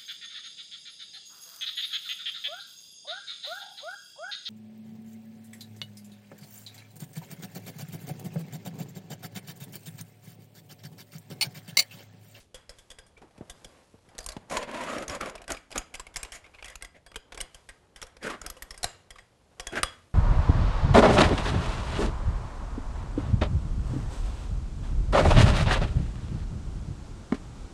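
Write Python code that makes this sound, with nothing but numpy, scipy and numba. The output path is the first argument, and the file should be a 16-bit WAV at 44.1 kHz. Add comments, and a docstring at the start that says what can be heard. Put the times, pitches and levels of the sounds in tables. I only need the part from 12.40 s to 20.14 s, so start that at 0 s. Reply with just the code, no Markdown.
"""A folding aluminium table in a small studio, over a steady hush and changing rustles of cloth and hands.
From the start its leg catches click and rattle: bursts of contact noise, each with a ring of the leg.
Before one second a brief squeak sounds on one pitch; then feet scrape the floor and slide in their tubes
(stick-slip grit through resonances), and shoes and feet knock softly on the floor (sagging low thuds).
A short room answers clicks, squeak, scrapes and knocks; the microphone adds a low swing to sharp treble."""
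import sys
import numpy as np
from scipy import signal
from scipy.fft import rfft, irfft
from scipy.io import wavfile
from scipy.ndimage import uniform_filter1d
from numba import njit

SR = 44100
rng = np.random.default_rng(int(sys.argv[2]) if len(sys.argv) > 2 else 0)


def output_pcm(signal):
    """Save a mono or channel-first signal as 16-bit PCM at the path in sys.argv[1].

    Samples are clipped to [-1, 1] before scaling.
    """
    pcm = np.clip(np.atleast_2d(signal).T, -1, 1) * 32767
    wavfile.write(sys.argv[1], SR, np.round(pcm).astype(np.int16))


N = 341334  # length in samples


def undb(db):
    """Turns decibels into a plain gain."""
    return 10 ** (np.asarray(db) / 20)


def unit(x):
    """Scales a sound to an average (RMS) level of 1."""
    return x / np.sqrt(np.mean(x ** 2))


def peaked(x):
    """Scales a sound to a peak of 1."""
    return x / np.max(np.abs(x))


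@njit
def svf(x, hz, width):
    """State-variable band-pass, gain 1 at a centre that may move."""
    y = np.empty(len(x))
    band_state, low_state, g = 0., 0., 0.
    for i in range(len(x)):
        if i == 0 or hz[i] != hz[i - 1]:
            g = np.tan(np.pi * hz[i] / SR)
        k = width[i] / hz[i]
        v = (band_state + g * (x[i] + 1e-18 - low_state)) / (1 + g * (g + k))
        band_state = 2 * v - band_state
        low_state = low_state + 2 * g * v
        y[i] = k * v
    return y


def band(x, hz, width_hz):
    """Keeps one band of a sound, with centre and width held in a safe range."""
    centre = np.clip(hz, 10, .45 * SR) + 0. * x
    width = np.maximum(width_hz, 5) + 0. * x
    return svf(x, centre, width)


def steep(x, hz, width_hz):
    """Filters twice for steeper sides, then sets the average level to 1."""
    return unit(band(band(x, hz, width_hz), hz, width_hz))


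def fade(t, t60):
    """Dies away by 60 dB in t60 seconds."""
    return np.exp(-np.log(1000) * t / t60)


def add(out, s, sound):
    """Mixes a sound in at a time in seconds."""
    i = int(s * SR)
    out[i:i + len(sound)] += sound[:N - i]


def walk(rate):
    """A random curve that glides to a new value about rate times a second; spread near 1."""
    k = int(SR / rate)
    steps = np.repeat(rng.standard_normal(N // k + 1), k)
    return 1.2 * uniform_filter1d(steps, k)[:N]


def grit(rate, spread_db):
    """Slips at random moments, rate of them a second on average, a few much larger than the rest."""
    chance = rng.random((3, N))
    happens = chance[0] < rate / SR
    direction = np.sign(chance[1] - .5)
    size = undb(-spread_db * np.log(1 - chance[2]))
    return unit(happens * direction * size)


def air():
    """The steady hush of the studio: noise shaped to a fixed balance of pitches."""
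    # colour of the hush: pitch_hz [Hz], level_db [dB per Hz, relative]
    hush = [(12, -30), (20, -12), (69, 7.5), (325, -6), (515, -5), (1330, -23), (3330, -21.5),
            (10400, -29.5), (11900, -32.5), (12900, -59), (16800, -90), (22000, -120)]
    hz, db = np.transpose(hush)
    f = np.maximum(np.arange(N // 2 + 1) * SR / N, 1)
    colour = undb(np.interp(np.log(f), np.log(hz), db))
    noise = irfft(rfft(rng.standard_normal(N)) * colour, N)
    return undb(-64.5) * unit(noise)


def rustle():
    """Cloth and hands: soft grains, dull with a thin crackle on top."""
    # rustle over time, gliding between rows: time_s [s], level_db [dB],
    # treble_db [dB relative to level_db]
    cloth = [(0, -73.5, 18.5), (.2, -86, -33), (.37, -70.5, 3.5), (.68, -70, -13), (.81, -65, -14),
             (1.25, -60, -5), (1.6, -70, -2.5), (1.82, -55, -19), (2.05, -63.5, -10), (2.95, -48.5, -27),
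             (3.2, -80, -23), (3.5, -63.5, -23), (3.86, -59.5, -23), (4.3, -65, -1), (4.55, -73, -28),
             (4.89, -66.5, -18), (5.0, -54, -32), (5.15, -68.5, 0.5), (5.75, -66, -21), (6.05, -58, -14),
             (6.42, -60, -6.5), (6.7, -69, -9), (7.072, -70.5, -5), (7.25, -64, -4.5), (7.74, -72.5, 1.5)]
    s, db, treble_db = np.transpose(cloth)
    t = np.arange(N) / SR
    dull = steep(grit(3000, 1.5) * undb(2.5 * walk(40)), 520, 1000)
    crackle = steep(grit(3400, 1.5), 3400, 13500)
    mix = dull + undb(np.interp(t, s, treble_db)) * crackle
    return undb(np.interp(t, s, db)) * mix


def clicks():
    """A short rattle of contact noise, brightest where the parts meet; loose joints keep the leg's ring rough."""
    # metal on metal: start_s [s], treble_peak_db [dB], mid_db [dB relative to treble peak],
    # bright_hz [Hz], mid_hz [Hz], rattle_t60_s [s], ring_db [dB relative to treble peak]
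    catches = [(0.144, -35, -16, 3350, 560, 0.078, -19), (0.293, -34, -9, 5250, 583, 0.057, -22),
               (0.385, -44, -15, 3420, 570.0, 0.079, -21), (0.502, -36.5, -13, 3380, 600, 0.051, -27),
               (0.513, -38.0, -8, 3410.0, 560, 0.047, -20.5), (0.586, -39.5, -5.5, 3370, 490, 0.044, -17.5),
               (0.664, -52.5, -12, 8760.0, 560, 0.1, -15.5), (0.774, -55.5, 7.5, 2480, 500.0, 0.081, -27),
               (0.817, -60, 12.5, 2510.0, 780, 0.089, -21), (0.908, -66, 12, 2580.0, 730.0, 0.044, -15),
               (0.978, -49, 1, 2500, 543, 0.033, -23), (1.097, -31, -20, 3510, 1920, 0.058, -21),
               (1.245, -35.5, -4, 3300, 523, 0.037, -22), (1.688, -57, -2, 3330, 510.0, 0.083, -8),
               (1.75, -52.5, 4, 4570, 543, 0.042, -27), (1.781, -26.5, -18, 4580, 1600, 0.012, -28.5),
               (1.787, -24, -7, 6150, 670, 0.022, -30.5), (1.804, -37, -5, 4910.0, 660, 0.048, -34),
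               (1.828, -43, -7, 4940.0, 690.0, 0.033, -30), (1.841, -37, -18, 4880.0, 1040.0, 0.031, -28),
               (1.862, -21.5, -15, 8840, 1060, 0.024, -33), (1.888, -24.5, -8, 4730, 650.0, 0.028, -27),
               (1.903, -40.5, 2, 4620.0, 605, 0.031, -15), (1.919, -35, -8, 4300, 630, 0.05, -18.5),
               (1.966, -47.5, 14, 3450, 896, 0.026, -36), (2.098, -38, 2, 6600, 676, 0.045, -16.5),
               (2.168, -22.5, 7, 6840.0, 980, 0.044, -30), (2.227, -37, 9, 3300, 545, 0.048, -23),
               (2.313, -37.5, 3, 3340, 554, 0.017, -27), (2.436, -36, 8, 2510.0, 575, 0.028, -25),
               (2.582, -35, 7, 3290.0, 406, 0.024, -11), (2.623, -36, 4, 2660, 515, 0.042, -29),
               (2.68, -26, -7, 6400, 1160, 0.017, -18), (2.697, -32, 4, 6740, 1130, 0.02, -11),
               (2.749, -32.5, 5, 6910.0, 594, 0.036, -31), (2.81, -29.5, 5.5, 2540, 1260, 0.022, -28),
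               (2.858, -35, 6.5, 2510.0, 523, 0.022, -18), (2.896, -38, 6, 6860.0, 870, 0.024, -28),
               (2.953, -37, 4, 2870.0, 640, 0.034, -24), (2.978, -54.5, 13.5, 2680, 2380, 0.051, -24),
               (3.017, -40.0, 0, 2600, 700, 0.027, -27), (3.041, -49, 6, 2530, 690.0, 0.025, -22),
               (3.079, -33.5, 2.5, 8150, 800, 0.017, -12.5), (3.103, -25.5, 4, 2570.0, 954, 0.027, -26),
               (3.119, -18, -27, 6470.0, 510, 0.014, -25), (3.147, -45.5, 14, 2510.0, 555, 0.017, -24),
               (3.168, -43.5, 9, 2540, 2300, 0.054, -21), (3.305, -44.5, 2, 2510.0, 810, 0.038, -24),
               (3.315, -35.5, -2, 2970, 690, 0.019, -15), (3.325, -38.0, 5, 5100.0, 567, 0.035, -24),
               (3.357, -31.5, 5.5, 2540, 546, 0.038, -31), (3.378, -14.5, -8.5, 6800, 2430, 0.026, -32),
               (3.415, -54.5, 18, 2890.0, 720.0, 0.034, -12), (3.54, -32, -3, 2960, 2120, 0.041, -26),
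               (3.544, -30, -3, 2500, 1970.0, 0.019, -24), (3.552, -29.5, -4.5, 3120, 2430, 0.023, -24),
               (3.596, -30, -1, 7470, 1040, 0.039, -27), (3.667, -41.5, 7.5, 3100, 2210, 0.024, -22),
               (3.74, -41.5, -6, 3440, 2110.0, 0.044, -22), (3.759, -22.5, -4, 5340, 1950, 0.028, -22.5),
               (3.767, -22.5, -7.5, 7260, 2170, 0.025, -39), (3.83, -21, -8, 8450, 2360, 0.02, -29),
               (3.849, -40, 8, 3240, 420, 0.028, -33), (3.92, -33.5, -22, 3270, 1920, 0.054, -15.5),
               (4.041, -58.5, 14, 2660, 2200, 0.089, -18), (4.063, -61, 18, 2540, 2270, 0.032, -9),
               (4.146, -60, 19, 2670, 2500, 0.047, -11), (4.188, -66, 3.5, 2590, 2420, 0.047, -18),
               (4.225, -50, 17.5, 2650, 2420, 0.02, -27), (4.244, -32, -5, 3280, 1900, 0.033, -33),
               (4.256, -36, -4, 2490, 1970.0, 0.036, -19.5), (4.281, -35.5, -5, 3400, 1970.0, 0.034, -33),
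               (4.299, -38.5, -6, 3400, 1970.0, 0.049, -16), (4.321, -53, 1, 3270.0, 1940.0, 0.034, -24),
               (4.355, -30.5, -5, 6800, 2500, 0.018, -44), (4.41, -63, 20, 2510.0, 1900, 0.043, -26),
               (4.423, -30, -0.5, 8260, 2030.0, 0.021, -20.5), (4.447, -34.5, 2, 3300, 1960, 0.03, -27),
               (4.663, -45.5, 3, 4770, 1580, 0.04, -11.5), (4.716, -50, 8.5, 3100, 1200, 0.018, -22),
               (4.743, -52, 12, 3230, 2240, 0.025, -16), (4.758, -26, 1, 3220, 470, 0.034, -31),
               (4.921, -41, 8, 3530, 750, 0.04, -31), (4.945, -37.5, 2.5, 3220.0, 445, 0.035, -26),
               (4.975, -31, -1, 7840, 485, 0.022, -18.5), (5.003, -26, -7, 3050, 2140, 0.044, -23),
               (5.011, -21.5, -6.5, 8470.0, 1600.0, 0.02, -39),
               (5.145, -35.5, -12.5, 3090, 724, 0.039, -20.5), (5.289, -37, -0.5, 8250, 1970.0, 0.056, -20),
               (5.56, -38.5, -4.5, 3280, 1970, 0.056, -17), (5.616, -30, -4.5, 3270, 1910, 0.027, -29),
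               (5.625, -31.5, 3, 5600, 504, 0.048, -27), (5.667, -45.5, -3.5, 3300, 700.0, 0.03, -16),
               (5.767, -48.5, 8.5, 5950, 526, 0.024, -20), (5.828, -40.5, 3, 2500, 706, 0.025, -5.5),
               (5.899, -33, 5, 3420, 1130, 0.093, -16), (6.015, -29, -3.5, 6870, 1330, 0.018, -28),
               (6.063, -23, -9, 5720, 1370, 0.019, -26.5), (6.1, -25, -9, 11380, 1230, 0.02, -32),
               (6.167, -44.5, -2, 2900, 1060.0, 0.077, -17), (6.222, -28.5, -3, 11440, 1900, 0.031, -26.5),
               (6.306, -29.0, -5, 5350, 1880, 0.042, -29.5), (6.343, -46, 3.5, 5280.0, 1970.0, 0.039, -20),
               (6.376, -34.5, -21, 8460.0, 705, 0.038, -20.5), (6.43, -20, -11, 4250.0, 1480.0, 0.04, -24),
               (6.442, -13.5, -4, 4230, 710, 0.02, -25.5), (6.705, -35.0, -3, 3260.0, 1940, 0.033, -22),
               (6.756, -53, 14, 3070, 1110, 0.089, -17), (6.784, -50.5, 10.5, 3270, 1900, 0.064, -6),
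               (7.197, -28, 1.5, 3350, 1960, 0.017, -22), (7.204, -29.5, -7, 5500, 2040, 0.019, -25),
               (7.269, -22, -3.5, 6600, 1650, 0.021, -22), (7.322, -41, -0.5, 2520.0, 527, 0.054, -20),
               (7.355, -42, 20, 2510.0, 1560, 0.049, -14), (7.431, -12.0, 0.5, 8570, 1210, 0.021, -22.5)]
    # natural notes of the leg: pitch_hz [Hz], loose_db [dB when hanging loose],
    # locked_db [dB when locked to the floor], t60_s [s]
    leg_notes = [(522.4, 2.5, -19, 0.14), (718, -3.5, 1.5, 0.12), (1100, -5.5, -3.5, 0.13),
                 (1600, -1.5, -2.5, 0.11), (1970, 3, -19, 0.056), (2300, 2.5, -11.5, 0.04),
                 (2833, -45.5, 16.5, 0.36), (3330, 3, -49.5, 0.22), (4250, -46, -12, .12),
                 (4906, -7.5, -16, 0.26), (5540, -1.5, 12, 0.027), (6500, -27, 5, 0.069),
                 (6910, -24, -12, 0.39), (7550, -36, 10.5, 0.29), (8330, -12, -30, 0.25),
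                 (10230, -1, -3, 0.043)]
    # how the leg is held, gliding between rows: time_s [s], locked [0 loose - 1 locked to the floor],
    # wash_db [wash of higher notes, dB]
    leg_hold = [(0, 0.04, 3), (1.3, 0.24, -19), (1.8, 0.27, -6), (2.05, 0.54, -10), (3.0, 0.27, -8.5),
                (3.8, 0.56, -1), (4.7, 0.14, -12), (5.2, 0.19, -2), (5.6, 0.3, -0.5), (6.3, 0.06, -7),
                (6.43, 0.62, -6.5), (6.7, 0.19, -5), (7.43, 0.13, -9)]
    focus = 0.56  # share of the mid band on its resonance, 0-1
    out, t = np.zeros(N), np.arange(SR // 4) / SR
    hz, loose_db, locked_db, t60 = np.transpose(leg_notes)
    hold_s, hold_locked, hold_wash_db = np.transpose(leg_hold)
    # a narrow band of noise for each note makes it rough
    hum = np.array([steep(rng.standard_normal(SR), f, 60 + .02 * f) for f in hz])
    # countless higher modes of frame and slats blur into a wash
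    wash = steep(rng.standard_normal(SR), 1100, 2400)
    wash += 0.3 * steep(rng.standard_normal(SR), 7200, 9000)
    decay = fade(t, t60[:, None]) * (1 - fade(t, 0.0018))
    wash_decay = fade(t, 0.42) * (1 - fade(t, 0.051))
    short = t[:SR // 12]
    for s, peak_db, mid_db, bright_hz, mid_hz, rattle_t60, ring_db in catches:
        noise = rng.standard_normal((2, len(short)))
        shape = (1 - fade(short, 0.0056)) * fade(short, rattle_t60)
        treble = steep(noise[0], bright_hz, 0.15 * bright_hz) + 1.1 * steep(noise[0], 6800, 10000)
        narrow = steep(noise[1], mid_hz, .15 * mid_hz)
        mid = focus * narrow + (1 - focus) * steep(noise[1], 935, 3300)
        rattle = peaked(shape * treble) + undb(mid_db) * peaked(shape * mid)
        add(out, s, undb(peak_db) * rattle)

        locked = np.interp(s, hold_s, hold_locked)
        wash_db = np.interp(s, hold_s, hold_wash_db)
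        # each click excites the notes a little differently
        scatter_db = 2.5 * rng.standard_normal(len(hz))
        mix = undb(loose_db + locked * (locked_db - loose_db) + scatter_db)
        start = rng.integers(SR - len(t))
        piece = slice(start, start + len(t))
        ring = mix @ (decay * hum[:, piece])
        blur = undb(wash_db) * wash_decay * wash[piece]
        add(out, s, undb(peak_db + ring_db) * (ring + blur))
    return out


def squeak():
    """A rubber foot or sole sticks and slips on one pitch for a moment: a narrow band of noise."""
    # brief squeaks: start_s [s], level_db [dB], pitch_hz [Hz], t60_s [s]
    squeaks = [(0.766, -48, 2300, 0.06)]
    out, t = np.zeros(N), np.arange(SR // 12) / SR
    for s, db, hz, t60 in squeaks:
        shape = (1 - fade(t, 0.026)) * fade(t, t60)
        add(out, s, undb(db) * shape * steep(rng.standard_normal(len(t)), hz, 100))
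    return out


def scrapes():
    """Dense stick-slip drives two resonances of leg and floor, the tube's high notes, a hiss and a rumble."""
    # strokes of dragging and sliding: full_level_s [s], rise_s [s], hold_s [s], level_db [dB],
    # treble_db, bass_db, upper_db [dB relative to level_db], low_hz [Hz],
    # upper_start_hz [Hz], upper_end_hz [Hz]
    strokes = [(0.82, 0.014, 0.022, -53, -25, 2.5, -28, 690, 1000, 950),
               (1.3, 0.041, .12, -59, -18, -3, -4, 525, 1060, 1010),
               (2.114, 0.028, 0.051, -28, -14.5, -8, -7.5, 550, 1100, 1010),
               (2.19, 0.027, 0.051, -30, -26.5, -12.5, -8.5, 535, 990, 1030),
               (2.278, 0.017, 0.053, -39.5, -20.5, -3.5, -2.5, 550, 1000, 1010),
               (2.344, 0.021, .11, -33, -18, -7, -3.5, 555, 1010, 1000),
               (2.466, 0.015, 0.089, -34, -16, -4, -2, 540, 1130, 1220),
               (2.565, .02, .07, -35.5, -20.5, -3.5, -8.5, 540, 1270, 1220),
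               (2.694, 0.033, .07, -34, -17.5, -8, -5.5, 536, 1170, 1060),
               (2.808, 0.014, .025, -32.5, -21, -4.5, -3, 507, 1280, 1230),
               (2.859, 0.026, 0.027, -35, -16, -6.5, -6, 540, 1180, 1000),
               (3.098, 0.032, 0.035, -32, -20, -8, -6, 610, 1470, 1320),
               (3.36, 0.031, 0.011, -27, -20, -9, -6.5, 720, 1250, 1280),
               (3.927, 0.0091, 0.035, -45.5, -2, -25, -1.5, 660, 1870, 2000),
               (4.045, .01, 0.025, -55, -22, -18, -3, 610, 2200, 2180),
               (4.14, .01, 0.0083, -57, -20, -19, 2.5, 610, 2350, 2360),
               (4.187, 0.0055, 0.0066, -53, -27, -17, 4.5, 594, 2160, 2170),
               (4.25, .03, 0.084, -52.5, -22, -29, -0.5, 620, 2160, 1740),
               (4.55, 0.017, 0.018, -51.5, -21, -8, -6, 570, 1840, 1720),
               (4.985, .02, 0.042, -49, -30, -8, -5.5, 610, 1960, 1850),
               (5.834, .03, .045, -35, -12, -5.5, -2, 470, 1620, 1380),
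               (5.898, 0.09, 0.045, -39, -22, -2.5, -1, 570, 1160, 1180),
               (6.045, 0.075, 0.019, -49, -17, -2.5, -0.5, 470, 1380, 1440),
               (7.335, 0.048, 0.018, -42, -15, 2.5, 1, 620, 1440, 1470),
               (7.371, 0.027, 0.011, -27, -18.5, -8.5, -1.5, 640, 1470, 1540)]
    # high notes of the tube: pitch_hz [Hz], width_hz [Hz], level_db [dB, relative]
    tube_notes = [(3260, 180, 9), (4740, 200, -23), (6700, 150, 13), (6955, 190, 16), (7400, 150, -6),
                  (8890, 250, -18)]
    edge_db, lift_db_per_s = -37, 603  # level where a stroke begins, speed of its fall after the hold
    out = np.zeros(N)
    slips = grit(8000, 1.5) * undb(1.2 * walk(70))
    fine = grit(6000, 1.5) * undb(1.8 * walk(120))
    notes = sum(undb(db) * steep(fine, hz, width) for hz, width, db in tube_notes)
    flickering_notes = unit(notes * undb(6 * walk(30)))
    hiss = unit(steep(fine, 6500, 9000) + .5 * flickering_notes)
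    broad = steep(band(slips, 1300, 2600), 1380, 2000)
    rumble = steep(slips, 321, 490)
    for s, rise, hold, db, treble_db, bass_db, upper_db, low_hz, from_hz, to_hz in strokes:
        t = np.arange(-rise, hold + .1, 1 / SR)  # zero at full level
        first = int((s + t[0]) * SR)
        now = slice(first, first + len(t))
        shape_db = edge_db * np.clip(t / t[0], 0, 1) - lift_db_per_s * np.maximum(t - hold, 0)
        high_hz = np.interp(t, [0, hold], [from_hz, to_hz])
        peak = steep(slips[now], high_hz, .28 * high_hz)
        lower = 0.41 * steep(slips[now], low_hz, 0.37 * low_hz)
        upper = undb(upper_db) * unit(peak + broad[now])
        sound = lower + upper + undb(treble_db) * hiss[now] + undb(bass_db) * rumble[now]
        add(out, s + t[0], undb(db + shape_db) * sound)
    return out


def knocks():
    """A soft push into the floor: a thud that starts high and sags at once to the body's pitch."""
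    # shoes and feet on the floor: start_s [s], level_db [dB], t60_s [s]
    steps = [(0.981, -41, 0.081), (1.0089, -27.5, 0.044), (1.254, -45, 0.078), (1.541, -41.5, 0.054),
             (1.68, -47.5, 0.12), (1.75, -40.5, 0.033), (1.966, -23, 0.031), (2.696, -36, 0.2),
             (6.443, -34.5, 0.11), (7.324, -34.5, 0.068), (7.37, -31, 0.068), (7.393, -33.5, 0.11),
             (7.431, -33, 0.12)]
    body_hz = 84
    out, t = np.zeros(N), np.arange(SR // 4) / SR
    # the extra term runs the wave ahead at first, which raises the pitch
    body = np.sin(2 * np.pi * body_hz * (t + 0.014 * (1 - np.exp(-t / 0.0029))))
    for s, level_db, t60 in steps:
        scuff = 0.26 * steep(rng.standard_normal(len(t)), 520, 410) * fade(t, 1.74 * t60)
        add(out, s, undb(level_db) * (1 - fade(t, 0.0055)) * (body * fade(t, t60) + scuff))
    return out


def room(x):
    """A diffuse tail of noise that swells in briefly; each band dies away at its own speed."""
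    # how long the room rings: pitch_hz [Hz], t60_s [s]
    echo_times = [(100, 1), (500, 0.32), (2000, 0.42), (5000, 0.12), (11000, 0.13)]
    t = np.arange(SR // 2) / SR
    tail = sum(band(rng.standard_normal(len(t)), hz, hz) * fade(t, t60) for hz, t60 in echo_times)
    tail = tail * (1 - fade(t, 0.03))
    return signal.fftconvolve(x, tail / np.sqrt(np.sum(tail ** 2)))[:N]


def scene():
    """Adds the room to the table and shoe sounds, then lays rustle and air beside them."""
    near = clicks() + squeak() + scrapes() + knocks()
    room_db = -19.5
    return (near + undb(room_db) * room(near) + rustle() + air())[None]


def record(dry):
    """Sharp treble is partly rectified at the microphone and comes out as a slow swing; the top is cut."""
    swing_hz, swing_width_hz, swing_db, swing_power = 29.7, 59, -11.5, 0.66
    treble = uniform_filter1d(np.abs(band(dry[0], 7500, 9000)), 64)
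    pushed = band(treble ** swing_power, swing_hz, swing_width_hz)
    pushed = band(pushed, swing_hz, 3 * swing_width_hz)
    # the swing leads with a dip: a copy about 10 ms late, minus the level now
    swing = np.roll(pushed, 440) - pushed
    # two low-pass filters, with edges in Hz
    edge = signal.cheby1(8, .5, 11630, fs=SR, output="sos")
    top = signal.ellip(10, .5, 70, 13000, fs=SR, output="sos")
    return signal.sosfilt(top, signal.sosfilt(edge, dry + undb(swing_db) * swing))


dry = scene()
out = record(dry)
output_pcm(out)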